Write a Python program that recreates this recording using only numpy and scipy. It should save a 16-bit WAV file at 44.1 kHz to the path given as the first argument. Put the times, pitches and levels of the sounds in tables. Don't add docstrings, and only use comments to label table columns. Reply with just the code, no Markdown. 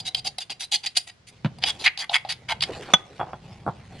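import sys
import numpy as np
from scipy import signal
from scipy.fft import rfft, irfft
from scipy.io import wavfile
from scipy.ndimage import uniform_filter1d

SR = 44100
rng = np.random.default_rng(int(sys.argv[2]) if len(sys.argv) > 2 else 0)


def output_pcm(signal):
    pcm = np.clip(np.atleast_2d(signal).T, -1, 1) * 32767
    wavfile.write(sys.argv[1], SR, np.round(pcm).astype(np.int16))


N = 176400

# start, rise and hold in seconds,
# level in dB, squeak pitch in Hz, then hollow, body and treble EQ in dB.
PESTLE_STROKES = [(0.0, 0.00049, 0.0033, -29, 3500, 7.5, -8, 3),
                  (.046, 0.023, 0.017, -27, 3900, 3, -7, -0.5), (.156, 0.0056, .034, -36.5, 3720, 7, -7, 1),
                  (.243, 0.015, 0.021, -26.5, 3790, 8, -8.5, 2.5), (.395, .012, 0.016, -32, 3530, 1, 0, 6),
                  (.497, 0.0039, 0.021, -30.5, 2784, 10.5, -1.5, 2),
                  (.594, 0.015, 0.035, -32, 3940, 0.5, -2.5, 5.5),
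                  (.713, 0.012, 0.024, -20.5, 3370, -2, -9, 1),
                  (.738, 0.013, 0.0029, -17.5, 4300, -1.5, -5, 3),
                  (.829, .013, 0.0082, -32.5, 4770, 7, 3.5, -1.5),
                  (.858, 0.0071, 0.0039, -22, 4520, -2.5, -1, 1),
                  (.949, 0.026, 0.0036, -25, 3980, -6.5, -1, 0),
                  (.965, 0.0047, 0.0078, -15.5, 4790, 0, -7.5, 7),
                  (1.067, 0.0086, 0.024, -39.5, 1900, 10, 4, 5),
                  (1.267, 0.0067, 0.023, -47, 2070, 0, 8.5, 13)]
MORTAR_STROKES = [(1.616, 0.0095, 0.04, -33.5, 4770, 1, -1, -7),
                  (1.648, 0.023, 0.032, -23.5, 3330, -3, -2.5, 4),
                  (1.788, 0.014, 0.035, -37.5, 4030, 4.5, -9, 4.5),
                  (1.838, .004, .03, -21.5, 4040, -5, 0.5, 0.5),
                  (1.854, 0.0097, 0.011, -14.5, 2080, 0, 26, -8), (1.981, 0.011, .03, -30, 4730, 0, -8, 2),
                  (2.013, 0.004, 0.03, -35.5, 2035, 9, 17, 11),
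                  (2.101, 0.011, 0.017, -33.5, 703, 15.5, -3, 2),
                  (2.129, 0.012, 0.022, -17, 3330, 2, 11, 5.5),
                  (2.254, 0.0035, 0.027, -43.5, 680, 17.5, -9, -5),
                  (2.287, 0.0087, 0.032, -27.5, 4570, -4, -2, 2),
                  (2.483, 0.011, 0.03, -24, 2140, 12, 6, 0.5),
                  (2.618, 0.0037, 0.016, -23.5, 3150, -4, -6.5, 5)]
CONTACT_BANDS_HZ = [790, 1900, 3900, 9000]
# frequency in Hz, gain in dB.
PESTLE_COLOUR = [(60, -25.5), (350, -21), (550, -28.5), (1150, -20), (1700, -8), (3000, 1.5), (4200, 0),
                 (5200, -9), (6900, -11.5), (8400, -16.5), (10000, -20), (11300, -25.5), (12400, -55)]
MORTAR_COLOUR = [(60, -21), (450, -33), (700, -10), (1300, -8.5), (2300, -0.5), (3000, 1), (4700, -3),
                 (5400, -12), (6600, -13.5), (8000, -23), (9900, -17.5), (11300, -27.5), (12400, -57)]
# pitch in Hz, width in Hz, lift in dB.
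PESTLE_RESONANCES = [(741, 40.4, 22), (795, 34, 17.5), (2100, 110, -1.5), (4790, 58, 16.5),
                     (9610, 136, 10.5)]
MORTAR_RESONANCES = [(746, 77, 3), (877, 64, 4.2), (3330, 51, 1), (4790, 110, 2.8)]
# time in seconds, level in dB.
STIR_FADER = [(0, -57), (1.28, -84), (1.33, -57.5), (1.42, -62), (1.56, -61), (1.74, -46), (1.95, -65),
              (2.42, -58.5), (2.6, -58), (2.74, -39.5), (2.79, -44.5), (2.82, -39.5), (2.86, -44.5),
              (2.91, -42.5), (3.05, -55.5), (3.18, -53), (3.4, -58), (3.53, -51), (3.62, -57.5),
              (3.88, -55.5), (3.96, -49.5)]
RUMBLE_FADER = [(0, -47), (.1, -56), (.25, -50.5), (.45, -63.5), (1.2, -61.5), (1.65, -45.5), (1.95, -62.5),
                (2.3, -54), (2.66, -42), (3.1, -56), (3.5, -45), (3.85, -48), (4, -42)]
# frequency in Hz, gain in dB.
HERB_COLOUR = [(60, -6.5), (450, 3.5), (1200, -6.5), (2500, -4.5), (4200, -8.5), (6000, -17.5),
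               (10000, -25.5), (12400, -41.5)]
RUMBLE_COLOUR = [(20, -19.5), (125, 2), (210, -7), (280, -20), (500, -18), (4000, -77)]
AIR_COLOUR = [(30, -8.5), (200, 1), (1000, -4.5), (5000, -9), (10000, -26.5), (12400, -58.5)]
# pitch in Hz, width in Hz, lift in dB.
HERB_RESONANCES = [(785, 72, 4.5)]
# start in seconds, level in dB,
# squeak pitch in Hz, then hollow, body and treble EQ in dB.
EDGE_TAPS = [(0.1478, -12, 3200, 2, -3.5, 2.5), (0.3849, -20.5, 3900, 9.5, -6.5, 8.5),
             (.498, -31.5, 2760, 20, 2, -6), (1.586, -39.5, 4700, 24, 5, 14),
             (1.6383, -12, 4950, 14, 2, -1.5), (1.863, -11.5, 1880, 7, 19, -5),
             (1.878, -8.5, 2420, -4, 19, -16), (1.976, -25, 4630, 9.5, -4, 5.5),
             (2.096, -22.5, 3790, 10, -15, -21), (2.25, -28, 674, 30, 2, -6),
             (2.608, -23.5, 3270, -10, 5, 2), (2.625, -17, 2830, 4, 0, -14),
             (2.637, -18, 3240, -5, -1, -16)]
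# start in seconds, level in dB.
PESTLE_LANDINGS = [(1.4473, -13), (1.459, -17.5)]
# start and length in seconds, level in dB, pitch in Hz.
PASTE_POCKETS = [(2.666, 0.084, -33, 400), (2.771, 0.066, -42, 436), (2.869, .055, -38, 820),
                 (3.23, 0.12, -44.5, 716)]
# pitch in Hz, level in dB, seconds to fall by 60 dB.
CLINK_PARTIALS = [(785, -13, 0.049), (1236, -7.5, 0.033), (1490, -15.5, 0.057), (2420, -24, .05),
                  (3160, -11, 0.032), (3437, 0.5, 0.06), (6060, -14.5, 0.047)]
# start in seconds, level in dB, bass and treble EQ in dB.
SOFT_KNOCKS = [(3.196, -26, -5, 3), (3.2014, -19, -4.5, 3), (3.2124, -17, -11.5, -3),
               (3.2309, -25, -5.5, -3), (3.271, -36.5, -8, -12), (3.333, -24, -5, 0),
               (3.665, -17.5, -1.5, -28), (3.678, -14.5, -6, -21), (3.688, -19, -1, -17)]
# frequency in Hz, gain in dB.
TAP_COLOUR = [(60, -26), (400, -28.5), (1200, -15.5), (2100, -7), (2900, 4), (4000, 2), (4900, -1),
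              (5600, -12.5), (8000, -23), (10300, -19), (12400, -43)]
THUD_COLOUR = [(30, -36), (80, -11), (160, -4), (250, -7), (400, -19.5), (700, -20.5), (1200, -22.5),
               (3700, -30.5), (6500, -52), (12000, -71.5)]
CLINK_COLOUR = [(50, -29.5), (180, 1), (330, -9.5), (800, 3.5), (1300, -5), (2000, -6), (3000, -4),
                (4400, -33.5), (6200, -11), (8000, -36.5), (11000, -30.5), (12500, -67)]
KNOCK_COLOUR = [(40, -15), (130, 12), (260, -1.5), (600, -8), (1000, -2.5), (1400, -6.5), (1900, -18),
                (2800, -22), (4000, -45), (12000, -81)]
# pitch in Hz, width in Hz, lift in dB.
TAP_RESONANCES = [(769, 94, 16.4), (2120, 92, 2), (4770, 130, 7)]
THUD_RESONANCES = [(132, 29, 2), (199, 37, -0.5)]
KNOCK_RESONANCES = [(742, 82, 6.5), (820, 82, 8), (3350, 32, 25)]
# frequency in Hz, seconds to fall by 60 dB.
ROOM_DECAY = [(400, 0.59), (2200, 0.4), (5000, 0.1651), (11000, 0.42)]
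# frequency in Hz, side gain in dB.
STEREO_WIDTH = [(100, -35.5), (400, -19.5), (1000, -13), (2200, -14.5), (4500, -4.5), (8000, 4)]

PESTLE_SLIPS_PER_S, MORTAR_SLIPS_PER_S, CRACKLES_PER_S = 2800, 1800, 900
RISE_CURVE, RELEASE_T60_S = 1.1, 0.043
TRAIL_DB, TRAIL_T60_S = -12.5, 0.13
SQUEAK_Q, SQUEAK_DB, SQUEAK_DRIFT, RIPPLE_DB = 34, 6, 0.008, 3.5
SCRAPE_SEND_DB, KNOCK_SEND_DB, CLINK_SEND_DB = -19.5, -20, -24.5


def amp(db):
    return 10 ** (np.asarray(db) / 20)


def unit(x):
    return x / np.sqrt(np.mean(x ** 2) + 1e-20)


def curve_at(points, hz):
    point_hz, value = np.transpose(points)
    return np.interp(np.log(hz + 1), np.log(point_hz + 1), value)


def fader(points):
    return amp(np.interp(np.arange(N) / SR, *np.transpose(points)))


def add(mix, start, sound):
    part = mix[max(round(start * SR), 0):][:len(sound)]
    part += sound[:len(part)]


def body(colour, resonances=(), eq=((1, 0), (2, 0)), size=8192):
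    hz = np.fft.rfftfreq(size, 1 / SR)
    cepstrum = irfft(np.log(amp(curve_at(colour, hz) + curve_at(eq, hz))))
    causal = 2 * cepstrum[:size // 2] * (np.arange(size // 2) > 0)
    broad = np.exp(rfft(causal, size))
    peaks = sum(amp(db) / (1 + 2j * (hz - pitch) / width) for pitch, width, db in resonances)
    impulse = irfft(broad * (1 + peaks))[:size // 2]
    return impulse / np.linalg.norm(impulse)


def grains(count, per_s, spread_db):
    fires = rng.random(count) < per_s / SR
    size = np.minimum(rng.exponential(1, count), 4)
    sign = rng.choice([-1, 1], count)
    return unit(fires * sign * amp(spread_db * size))


def contact(colour, resonances, squeak_hz, eq_db, bands=48):
    pitch = squeak_hz * (1 + SQUEAK_DRIFT * rng.standard_normal())
    squeak = (pitch, pitch / SQUEAK_Q, SQUEAK_DB)
    hollow_db, body_db, treble_db = eq_db
    hz = np.geomspace(CONTACT_BANDS_HZ[0], CONTACT_BANDS_HZ[-1], bands)
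    tilt = curve_at(list(zip(CONTACT_BANDS_HZ, (hollow_db, body_db, 0, treble_db))), hz)
    ripple = RIPPLE_DB * np.pad(rng.standard_normal(bands - 2), 1)
    return body(colour, [*resonances, squeak], list(zip(hz, tilt + ripple)))


def spoon_scrapes(strokes, colour, resonances, slips_per_s, chatter_db=1.5):
    out, t = np.zeros(N), np.arange(SR // 5) / SR
    for start, rise, hold, db, squeak_hz, *eq_db in strokes:
        lifted = np.maximum(t - rise - hold, 0)
        trail = amp(TRAIL_DB - 60 * lifted / TRAIL_T60_S)
        release = np.maximum(amp(-60 * lifted / RELEASE_T60_S), trail)
        pressure = np.minimum(t / rise, 1) ** RISE_CURVE * release
        chatter = amp(chatter_db * unit(uniform_filter1d(rng.standard_normal(len(t)), size=130)))
        grit = grains(len(t), slips_per_s, spread_db=2)
        drag = 0.4 * rng.standard_normal(len(t))
        friction = pressure * unit(chatter * (grit + drag))
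        travel = np.minimum(t / (rise + hold), 1) ** 2
        for share in (1 - travel, travel):
            response = contact(colour, resonances, squeak_hz, eq_db)
            add(out, start, amp(db) * signal.fftconvolve(share * friction, response))
    return out


def herb_crackle(lumps_db=3.5):
    clicks = grains(N, CRACKLES_PER_S, spread_db=0.5) * fader(STIR_FADER)
    crackle = signal.fftconvolve(clicks, body(HERB_COLOUR, HERB_RESONANCES))[:N]
    _, _, bands = signal.stft(crackle, SR, nperseg=512)
    patches = uniform_filter1d(rng.standard_normal(bands.shape), size=5, axis=0)
    lumps = unit(uniform_filter1d(patches, size=8, axis=1))
    return signal.istft(bands * amp(lumps_db * lumps), SR, nperseg=512)[1][:N]


def rumble_and_air(air_db=-61.5):
    centre, left, right = rng.standard_normal((3, N))
    rumble = signal.fftconvolve(centre, body(RUMBLE_COLOUR))[:N]
    air = np.array([signal.fftconvolve(side, body(AIR_COLOUR))[:N] for side in (left, right)])
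    return amp(air_db) * air + fader(RUMBLE_FADER) * rumble


def impact(crunch, t60_s, size=3000):
    t = np.arange(size) / SR
    burst = rng.standard_normal(size) * amp(-60 * t / t60_s)
    force = (t == 0) + crunch * burst / np.linalg.norm(burst)
    return force / np.linalg.norm(force) * np.sqrt(0.003 * SR)


def spoon_taps():
    out = np.zeros(N)
    for start, db, squeak_hz, *eq_db in EDGE_TAPS:
        hit = impact(crunch=1.38, t60_s=0.027)
        response = contact(TAP_COLOUR, TAP_RESONANCES, squeak_hz, eq_db)
        add(out, start, amp(db) * signal.fftconvolve(hit, response))
    return out


def pestle_thuds():
    out, counter = np.zeros(N), body(THUD_COLOUR, THUD_RESONANCES)
    for start, db in PESTLE_LANDINGS:
        add(out, start, amp(db) * signal.fftconvolve(impact(crunch=1.74, t60_s=0.069), counter))
    return out


def paste_squelches(band_ratio=1.5):
    out = np.zeros(N)
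    for start, length, db, pitch in PASTE_POCKETS:
        swell = np.hanning(int(length * SR))
        pocket = signal.butter(1, [pitch / band_ratio, pitch * band_ratio], "bandpass", fs=SR)
        clicks = grains(len(swell), CRACKLES_PER_S, spread_db=2.5)
        suck = signal.lfilter(*pocket, signal.lfilter(*pocket, clicks))
        add(out, start, amp(db) * swell * unit(suck))
    return out


def spoon_clink(start_s=2.9372, rise_s=0.0016, knock_db=-6):
    out, t = np.zeros(N), np.arange(SR // 4) / SR
    ring = sum(amp(db - 60 * t / t60) * np.sin(2 * np.pi * hz * t) for hz, db, t60 in CLINK_PARTIALS)
    knock = signal.fftconvolve(impact(crunch=0.94, t60_s=0.044), body(CLINK_COLOUR))
    add(out, start_s, ring * np.minimum(t / rise_s, 1))
    add(out, start_s, amp(knock_db) * knock)
    return out


def soft_knocks():
    out = np.zeros(N)
    for start, db, bass_db, treble_db in SOFT_KNOCKS:
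        eq = [(200, bass_db), (700, 0.0038), (1400, 0), (3000, treble_db)]
        hollow = body(KNOCK_COLOUR, KNOCK_RESONANCES, eq)
        add(out, start, amp(db) * signal.fftconvolve(impact(crunch=1.0, t60_s=0.078), hollow))
    return out


def kitchen_reverb(send, predelay_s=0.002, mono_below_hz=400):
    hz, t, (left, other) = signal.stft(rng.standard_normal((2, SR // 2)), SR, nperseg=256)
    shared = (1 / (1 + (hz / mono_below_hz) ** 2))[:, None]
    right = shared * left + np.sqrt(1 - shared ** 2) * other
    decay = amp(-60 * t / curve_at(ROOM_DECAY, hz)[:, None])
    tail = signal.istft(np.array([left, right]) * decay, SR, nperseg=256)[1]
    tail *= np.clip(np.arange(tail.shape[1]) / SR / predelay_s - 1, 0, 1)
    return signal.fftconvolve(send[None], tail / np.linalg.norm(tail[0]), axes=1)[:, :N]


def stone_scatter(mid, balance_db=-0.63):
    hz, _, bands = signal.stft(mid, SR, nperseg=256)
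    scatter = unit(uniform_filter1d(rng.standard_normal(bands.shape), size=5, axis=1))
    width = amp(curve_at(STEREO_WIDTH, hz))[:, None]
    side = signal.istft(1j * bands * scatter * width, SR, nperseg=256)[1][:N]
    return np.array([mid + side, mid - side]) * amp([[balance_db / 2], [-balance_db / 2]])


def scene():
    scraping = spoon_scrapes(PESTLE_STROKES, PESTLE_COLOUR, PESTLE_RESONANCES, PESTLE_SLIPS_PER_S)
    scraping += spoon_scrapes(MORTAR_STROKES, MORTAR_COLOUR, MORTAR_RESONANCES, MORTAR_SLIPS_PER_S)
    scraping += spoon_taps() + herb_crackle() + paste_squelches()
    dull_hits = pestle_thuds() + soft_knocks()
    clink = spoon_clink()
    send = amp(SCRAPE_SEND_DB) * scraping + amp(KNOCK_SEND_DB) * dull_hits + amp(CLINK_SEND_DB) * clink
    room = kitchen_reverb(send)
    return stone_scatter(scraping + dull_hits + clink) + room + rumble_and_air()


def record(dry, ceiling_db=-0.9, cutoff_hz=12300):
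    clipped = dry / (1 + (dry / amp(ceiling_db)) ** 6) ** (1 / 6)
    lowpass = signal.firwin(255, cutoff_hz, window=("kaiser", 9), fs=SR)
    return signal.oaconvolve(clipped, lowpass[None], "same")


dry = scene()
out = record(dry)
output_pcm(out)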